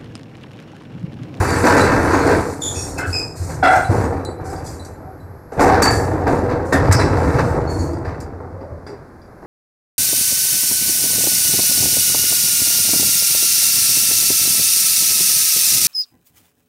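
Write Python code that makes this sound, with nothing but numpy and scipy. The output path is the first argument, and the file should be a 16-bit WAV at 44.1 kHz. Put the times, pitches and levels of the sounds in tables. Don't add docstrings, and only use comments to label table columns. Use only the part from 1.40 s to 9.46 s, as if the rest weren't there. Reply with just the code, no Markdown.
import sys
import numpy as np
from scipy import signal
from scipy.fft import rfft, irfft
from scipy.io import wavfile
from scipy.ndimage import uniform_filter1d, minimum_filter1d

SR = 44100
rng = np.random.default_rng(int(sys.argv[2]) if len(sys.argv) > 2 else 0)


def store_wav(level_fs):
    pcm = np.round(np.clip(np.atleast_2d(level_fs), -1, 1) * 32767)
    wavfile.write(sys.argv[1], SR, pcm.T.astype(np.int16))


N = 355446
TIME = np.arange(N) / SR


def from_db(db):
    return 10 ** (np.asarray(db) / 20)


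def rms_one(x):
    return x / np.sqrt(np.mean(x ** 2) + 1e-20)


def fade(t, t60_s):
    return np.exp(-np.log(1000) * np.maximum(t, 0) / t60_s)


def through(x, response):
    return signal.oaconvolve(x, response)[:len(x)]


def drift(rate_hz, size):
    knots = np.arange(size) * rate_hz / SR
    return np.interp(knots, np.arange(size), rng.standard_normal(size))


def colour(x, spectrum, size=8192):
    hz, db = np.transpose(spectrum)
    grid_hz = np.maximum(np.arange(size // 2 + 1) * SR / size, 1)
    gain = from_db(np.interp(np.log(grid_hz), np.log(hz), db)) / np.maximum(grid_hz / hz[-1], 1) ** 2
    cepstrum = irfft(np.log(gain))
    cepstrum[1:size // 2] *= 2
    cepstrum[size // 2 + 1:] = 0
    return rms_one(through(x, irfft(np.exp(rfft(cepstrum)))))


def steady(x, window_s):
    return x / np.sqrt(np.maximum(uniform_filter1d(x ** 2, int(window_s * SR) + 1), 1e-6))


def swell(start_s, db, rise_s, hold_s, t60_s):
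    power, at = np.zeros(N), max(int(start_s * SR), 0)
    t = TIME[at:at + int((hold_s + 1.5 * t60_s) * SR)] - start_s
    attack = np.sin(np.pi / 2 * np.minimum(t / rise_s, 1)) ** 2
    power[at:at + len(t)] = (from_db(db) * attack * fade(t - max(hold_s, rise_s), t60_s)) ** 2
    return power


def yard(x, wet_db, t60_s, build_s=0.0079):
    t = TIME[:SR]
    scatter = rng.standard_normal(SR) * fade(t, t60_s) * (1 - np.exp(-t / build_s))
    response = from_db(wet_db) * rms_one(scatter) / np.sqrt(SR)
    response[0] = 1
    return through(x, response) / np.sqrt(1 + from_db(2 * wet_db))


def engine(whistle_db=-65, hiss_db=-66.5, drone_db=-42, waver=0.0043):
    # t/s, f/Hz
    turbo = [(0, 10700), (1, 11000), (1.5, 11250), (2.4, 11300), (3.2, 11480), (3.85, 11700), (4.3, 11450),
             (4.85, 11620), (5.05, 11500), (5.4, 10700), (6.3, 10400), (6.62, 9620), (7.15, 10230),
             (7.6, 10330), (7.95, 11000), (8.06, 11050)]
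    # f/Hz, relative level/dB
    intake_spectrum = [(2000, -28), (4500, -14), (8000, -16), (11500, 21), (15000, -11)]
    # f/Hz, relative level/dB
    drone_spectrum = [(20, -21), (85, -9), (180, -13.5), (400, -15.5), (800, -20.5), (1600, -26),
                      (2200, -37), (3000, -46), (4800, -44.5), (7000, -51), (15000, -59)]
    hz = np.interp(TIME, *np.transpose(turbo))
    speed = hz / hz.max()
    phase = 2 * np.pi * np.cumsum(hz * (1 + waver * drift(500, N))) / SR
    whistle = from_db(whistle_db) * speed ** 12 * np.sin(phase)
    hiss = from_db(hiss_db) * speed ** 14 * colour(rng.standard_normal(N), intake_spectrum)
    drone = from_db(drone_db) * colour(rng.standard_normal(N), drone_spectrum)
    return whistle + hiss + drone


def strain(bite_rise_s=0.018):
    # t/s, hold/s, rumble/dB, crumple/dB, tear/dB, crumple t60/s
    bites = [(-0.03, 0.47, -20, -20, -22.5, 0.94), (0.256, 0.7, -20.5, -17, -22, 0.98),
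             (1.234, 0.6, -29.5, -31.5, -48.5, 1.2), (2.007, 0.67, -25, -37, -52, 1.0),
             (2.489, 0.13, -20.5, -18.5, -30.5, 1.65), (2.995, 0.21, -29.5, -34, -45.5, 3.8),
             (4.163, 0.21, -17.5, -20.5, -36, 3), (4.475, 0.69, -22.5, -21.5, -38, 1.7),
             (5.333, 0.62, -16, -18, -29, 3.43), (6.913, 0.15, -42, -43, -75, 2.0)]
    # t/s, crumple/dB, tear/dB, grit/dB, crumple and tear t60/s
    crashes = [ (0.237, -7, -10, -24, 1), (0.356, -12.5, -11, -26, 0.72), (0.733, -12, -15.5, -36, 0.26),
               (0.859, -11, -18.5, -31, 0.57), (1.577, -23, -32, -40, 0.38), (2.090, -29, -35, -40, 0.67),
               (2.230, -12.5, -13.5, -29, 0.59), (3.128, -23.5, -37, -41, 0.13),
               (3.616, -43, -53, -70, 0.15), (4.114, -28.5, -41.5, -51, 1), (4.192, -4.5, -10, -23, 0.8),
               (4.419, -5.5, -6, -9, 0.32), (4.864, -12, -24, -55, 0.69), (5.091, -22.5, -28.5, -60, 0.62),
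               (5.323, -13, -17.5, -25, 0.38), (5.511, -11.5, -7.5, -20, 0.2), (5.587, -20, -16, -42, 0.35),
               (5.985, -19, -16.5, -41, 0.23), (6.163, -15.5, -43, -50, 0.25),
               (6.583, -36, -55, -52, 0.099), (6.645, -33, -34, -58, 0.8), (7.002, -29.5, -64, -68, 0.27),
               (7.207, -34, -49, -72, 0.33), (7.463, -31.5, -41, -53, 0.54),
               (8.021, -34.5, -52.5, -69, 0.57)]
    # t/s, length/s, level/dB
    slides = [(-0.03, 0.43, -33), (0.504, 0.62, -39.5), (1.194, 0.3, -36.5), (1.649, 0.14, -38.5),
              (1.945, 0.17, -39), (2.28, 0.078, -32.5), (2.487, 0.14, -41), (3.034, 0.096, -43),
              (3.232, 0.062, -39), (4.489, 0.069, -30.5), (4.87, 0.078, -43.5), (5.238, 0.069, -47),
              (5.54, 0.033, -46), (5.755, 0.35, -45.5), (6.28, 0.16, -43)]
    # t/s, level/dB, t60/s
    cracks = [(1.581, -28.5, 0.18), (2.849, -30.5, 0.018), (3.448, -42, 0.31), (4.879, -26, 0.0033),
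              (5.524, -5.5, 0.076), (6.531, -46, 0.036), (6.802, -39, 0.16)]
    rumble, crumple, tear = np.zeros((3, N))
    for start_s, hold_s, rumble_db, crumple_db, tear_db, t60_s in bites:
        rumble += swell(start_s, rumble_db, bite_rise_s, hold_s, 1.1 * t60_s)
        crumple += swell(start_s, crumple_db, bite_rise_s, hold_s, t60_s)
        tear += swell(start_s, tear_db, bite_rise_s, hold_s, 0.58 * t60_s)
    grit = tear * from_db(-19.5) ** 2
    for start_s, crumple_db, tear_db, grit_db, t60_s in crashes:
        rise_s = 0.007 * t60_s
        crumple += swell(start_s, crumple_db, rise_s, 0, t60_s)
        tear += swell(start_s, tear_db, rise_s, 0, t60_s)
        grit += swell(start_s, grit_db, 3.16 * rise_s, 0, 0.5 * t60_s)
    for start_s, length_s, db in slides:
        grit += swell(start_s, db, rise_s=0.029, hold_s=length_s, t60_s=0.56)
    for start_s, db, t60_s in cracks:
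        grit += swell(start_s, db, rise_s=0.00095, hold_s=0, t60_s=t60_s)
    return np.sqrt([rumble, crumple, tear, grit])


def scrap(low_hz, high_hz, per_s, spread_db, t60_s, ring_db, pieces=10, modes=14):
    t, out = TIME[:SR // 3], np.zeros(N)
    fires = rng.random(N) < per_s / SR
    strength = from_db(spread_db * np.minimum(rng.exponential(1, N), 4))
    snaps = fires * strength * rng.choice([-1, 1], N)
    owner = rng.integers(0, pieces, N)
    ring_gain = from_db(ring_db) * np.sqrt(2 * (high_hz - low_hz) / SR)
    for piece in range(pieces):
        hz = rng.uniform(low_hz, high_hz, (modes, 1))
        ring = (rng.standard_normal((modes, 1)) * np.sin(2 * np.pi * hz * t)).sum(0) * fade(t, t60_s)
        crack = rng.standard_normal(len(t)) * fade(t, 0.014)
        out += through(snaps * (owner == piece), rms_one(crack) + ring_gain * rms_one(ring))
    return out


def heap():
    # f/Hz, relative level/dB
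    rumble_spectrum = [(15, -47), (30, -22), (48, -4.5), (68, -2), (85, 5), (105, -2), (155, -1.5),
                       (195, -16), (300, -49.5)]
    crumple_spectrum = [(120, -10), (190, -5), (235, 0.5), (320, 1.5), (470, 0), (610, -4.5), (750, -2),
                        (900, -8.5), (1200, -12), (2000, -22), (3000, -59)]
    tear_spectrum = [(500, -27), (950, 3.5), (1350, 1), (1800, 0.5), (2100, -3.5), (2400, -8.5),
                     (2900, -11), (3600, -13), (5000, -16.5), (12000, -39)]
    grit_spectrum = [(1800, 6), (3000, -4), (4000, -0.5), (4700, -1), (5600, 4), (6300, 2.5), (7100, 5.5),
                     (9000, 1.5), (10500, -4.5), (13000, -2.5), (16000, -24)]
    rumble, crumple, tear, grit = strain()
    panels = scrap(44.7, 199.8, per_s=150, spread_db=2.5, t60_s=0.18, ring_db=6)
    sheets = scrap(201.7, 997.6, per_s=300, spread_db=2, t60_s=0.13, ring_db=-0.5, pieces=20, modes=6)
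    edges = scrap(909, 2600, per_s=400, spread_db=2, t60_s=0.066, ring_db=-6, modes=24)
    slide = scrap(3500, 11000, per_s=1400, spread_db=-5.5, t60_s=0.56, ring_db=2, modes=40)
    clinks = scrap(3800, 11000, per_s=70, spread_db=3, t60_s=0.09, ring_db=10, pieces=36, modes=4)
    sheets = yard(sheets, wet_db=-4, t60_s=0.97)
    edges = yard(edges, wet_db=-0.5, t60_s=0.59)
    debris = yard(rms_one(slide) + from_db(-5) * rms_one(clinks), wet_db=-2, t60_s=0.3)
    out = from_db(-1.5) * rumble * steady(colour(panels, rumble_spectrum), window_s=0.079)
    out += crumple * steady(colour(sheets, crumple_spectrum), window_s=0.18)
    out += tear * steady(colour(edges, tear_spectrum), window_s=0.21)
    return out + grit * steady(colour(debris, grit_spectrum), window_s=0.1)


def booms(rise_s=0.0075, highpass_hz=55):
    # t/s, level/dB, f/Hz, t60/s
    buckles = [(0.0, 4, 90, 0.096), (1.37, -16, 88, 0.1), (1.665, -14.5, 87, 0.57), (1.998, -7.5, 83, 0.13),
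               (2.491, 1, 101, 0.1), (2.561, -3, 106, 0.15), (3.58, -27.5, 94, 0.4), (3.82, -29, 90, 0.53),
               (4.52, -4, 101, 0.1), (5.491, 10.5, 95, 0.16), (5.548, 1.5, 122, 0.15),
               (6.388, -7, 82.7, 0.31), (6.668, -12.5, 84.4, 0.27), (7.122, -23, 88, 0.37),
               (7.317, -17.5, 84.5, 0.26)]
    out = np.zeros(N)
    for start_s, db, hz, t60_s in buckles:
        at = int(start_s * SR)
        t = TIME[:min(SR, N - at)]
        envelope = fade(t, t60_s) * (1 - np.exp(-t / rise_s))
        out[at:at + len(t)] += from_db(db) * envelope * np.sin(2 * np.pi * hz * t)
    highpass = signal.butter(2, highpass_hz, "high", fs=SR, output="sos")
    return signal.sosfilt(highpass, yard(out, wet_db=-8.5, t60_s=0.53))


def squeals(wobble_hz=750, rasp_hz=273.6, rasp_db=3, db_per_partial=15, rise_s=0.0045, t60_s=0.15):
    # t/s, length/s, f/Hz, glide/(oct/s), level/dB, relative wobble, spectral peak/partial no.
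    slips = [ (0.06, 0.079, 4640, -0.35, -32.5, 0.0076, 0.8), (0.729, 0.033, 3300, 0.057, -34, 0.009, 2.05),
             (0.787, 0.11, 4300, 0, -37, 0.012, 0.8), (0.810, 0.11, 464.3, -0.74, -15.5, 0.066, 0.95),
             (1.218, 0.063, 3457, 0.5, -13.5, 0.032, 1.35), (1.360, 0.1, 2840, -0.26, -28, 0.015, 2.35),
             (1.347, 0.086, 2240, 0.21, -28, 0.039, 3.3), (1.353, 0.032, 2560, 0.15, -32.5, 0.021, 0.8),
             (1.581, 0.072, 1526, -0.36, -24, 0.086, 0.8), (1.586, 0.024, 2084, 0.22, -30, 0.025, 0.8),
             (1.574, 0.01, 2630, -0.7, -22.5, 0.026, 0.8), (1.727, 0.061, 2556, -0.41, -14, 0.019, 1.6),
             (2.226, 0.12, 740, -0.19, -1.5, 0.1, 1.25), (2.23, 0.047, 1383, -0.032, -6, 0.045, 1.15),
             (2.227, 0.085, 2006, 0.059, -17, 0.049, 0.8), (2.229, 0.027, 1695, -0.45, -17, 0.034, 2.0),
             (3.045, 0.15, 772, -0.18, -34.5, 0.063, 1.05), (3.624, 0.08, 742, 0.3, -37.5, 0.1, 0.9),
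             (4.192, 0.15, 741, 0.07, -11.5, 0.1, 1.05), (4.930, 0.45, 503, 0.017, -27, 0.087, 1.1),
             (5.323, 0.02, 1790, 0, -15, 0.056, 0.95), (5.52, 0.0041, 2650, -0.36, -14.5, 0.13, 2.05),
             (6.269, 0.065, 2206, -0.15, -37, 0.015, 2.05), (6.387, 0.03, 2240, -0.19, -31.5, 0.038, 2.4),
             (6.328, 0.24, 313.7, 0.32, -25, 0.11, 0.9), (7.129, 0.21, 521, 0.86, -37.5, 0.05, 0.9),
             (7.485, 0.025, 410, -0.069, -29.5, 0.1, 0.9)]
    out = np.zeros(N)
    for start_s, length_s, hz, glide_oct_per_s, db, wobble, peak in slips:
        at = int(start_s * SR)
        t = TIME[:min(SR // 2, N - at)]
        jitter = wobble * drift(min(wobble_hz, hz / 2), len(t))
        pitch_hz = hz * 2 ** (glide_oct_per_s * np.minimum(t, length_s)) * (1 + jitter)
        phase = 2 * np.pi * np.cumsum(pitch_hz) / SR
        tone = sum(from_db(db - db_per_partial * abs(k - peak)) * np.sin(k * phase) for k in range(1, 5))
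        rasp = rms_one(from_db(rasp_db * drift(rasp_hz, len(t))))
        envelope = np.minimum(t / rise_s, 1) * fade(t - length_s, t60_s)
        out[at:at + len(t)] += np.sqrt(2) * tone * rasp * envelope
    return yard(out, wet_db=-3, t60_s=0.42)


def struck(hits, modes, rise_s=0.0034, chatter_db=2, jitter_rad=0.5):
    t, out = TIME[:SR // 2], np.zeros(N + SR)
    for start_s, hit_db in hits:
        at = int(start_s * SR)
        for hz, mode_db, t60_s in modes:
            chatter = rms_one(from_db(chatter_db * drift(250, len(t))))
            phase = 2 * np.pi * hz * t + jitter_rad * drift(200, len(t))
            envelope = fade(t, t60_s) * np.minimum(t / rise_s, 1)
            out[at:at + len(t)] += from_db(hit_db + mode_db) * chatter * np.sin(phase) * envelope
    return yard(out[:N], wet_db=-4, t60_s=0.35)


def bar():
    # t/s, level/dB
    hits = [(0.405, -22), (2.442, -34), (2.849, -31.5), (3.394, -37.5), (3.80, -55.5), (5.595, -26)]
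    # f/Hz, level/dB, t60/s
    modes = [(3750, -1, 0.076), (4020, 4, 0.17), (4540, -15, 0.26), (6840, -14, 0.14), (7770, -9, 0.2),
             (9200, -10, 0.19)]
    return struck(hits, modes)


def plate():
    # t/s, level/dB
    hits = [(3.16, -38), (3.262, -32), (5.472, -36), (6.532, -41), (6.652, -42), (6.803, -44), (7.21, -53),
            (7.465, -36), (7.815, -49)]
    # f/Hz, level/dB, t60/s
    modes = [(3450, -3, 0.16), (4100, -12, 0.18), (4540, -25, 0.26), (4720, 4.5, 0.039),
             (4920, -4.5, 0.142), (5430, -23, 0.23), (5610, -17.5, 0.23)]
    return struck(hits, modes)


def beam():
    # t/s, level/dB
    hits = [(4.428, -6.5), (4.476, -14)]
    # f/Hz, level/dB, t60/s
    modes = [(1680, -12, 0.7), (1810, -19, 0.67), (4580, -4, 0.13), (4580, 7, 0.044), (6800, -16, 0.34),
             (7630, -20.5, 0.44), (7700, -27, .4), (10950, -29.5, .3)]
    return struck(hits, modes)


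def scene():
    steel = bar() + beam() + plate()
    return (heap() + booms() + squeals() + steel + engine())[None]


def limiter(x, ceiling=0.69, release_db_per_s=500, window_samples=45):
    over_db = np.maximum(20 * np.log10(np.abs(x) / ceiling + 1e-9), 0)
    release_db = release_db_per_s * TIME
    held_db = np.maximum.accumulate(over_db + release_db, axis=-1) - release_db
    gain_db = uniform_filter1d(minimum_filter1d(-held_db, window_samples), window_samples)
    return x * from_db(gain_db)


def record(dry, cutoff_hz=15500):
    # f/Hz, width/Hz, depth (0-1)
    recorder_notches = [(2525, 150, 0.5), (2815, 326, 1), (3142, 346, 1), (3454, 260, 0.96),
                        (3770, 190, 0.91), (4115, 120, 0.97)]
    for hz, width_hz, depth in recorder_notches:
        band = signal.lfilter(*signal.iirpeak(hz, hz / width_hz, fs=SR), dry)
        dry = dry - depth * band
    lowpass = signal.ellip(10, 0.1, 90, cutoff_hz, fs=SR, output="sos")
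    return signal.sosfilt(lowpass, limiter(dry))


dry = scene()
out = record(dry)
store_wav(out)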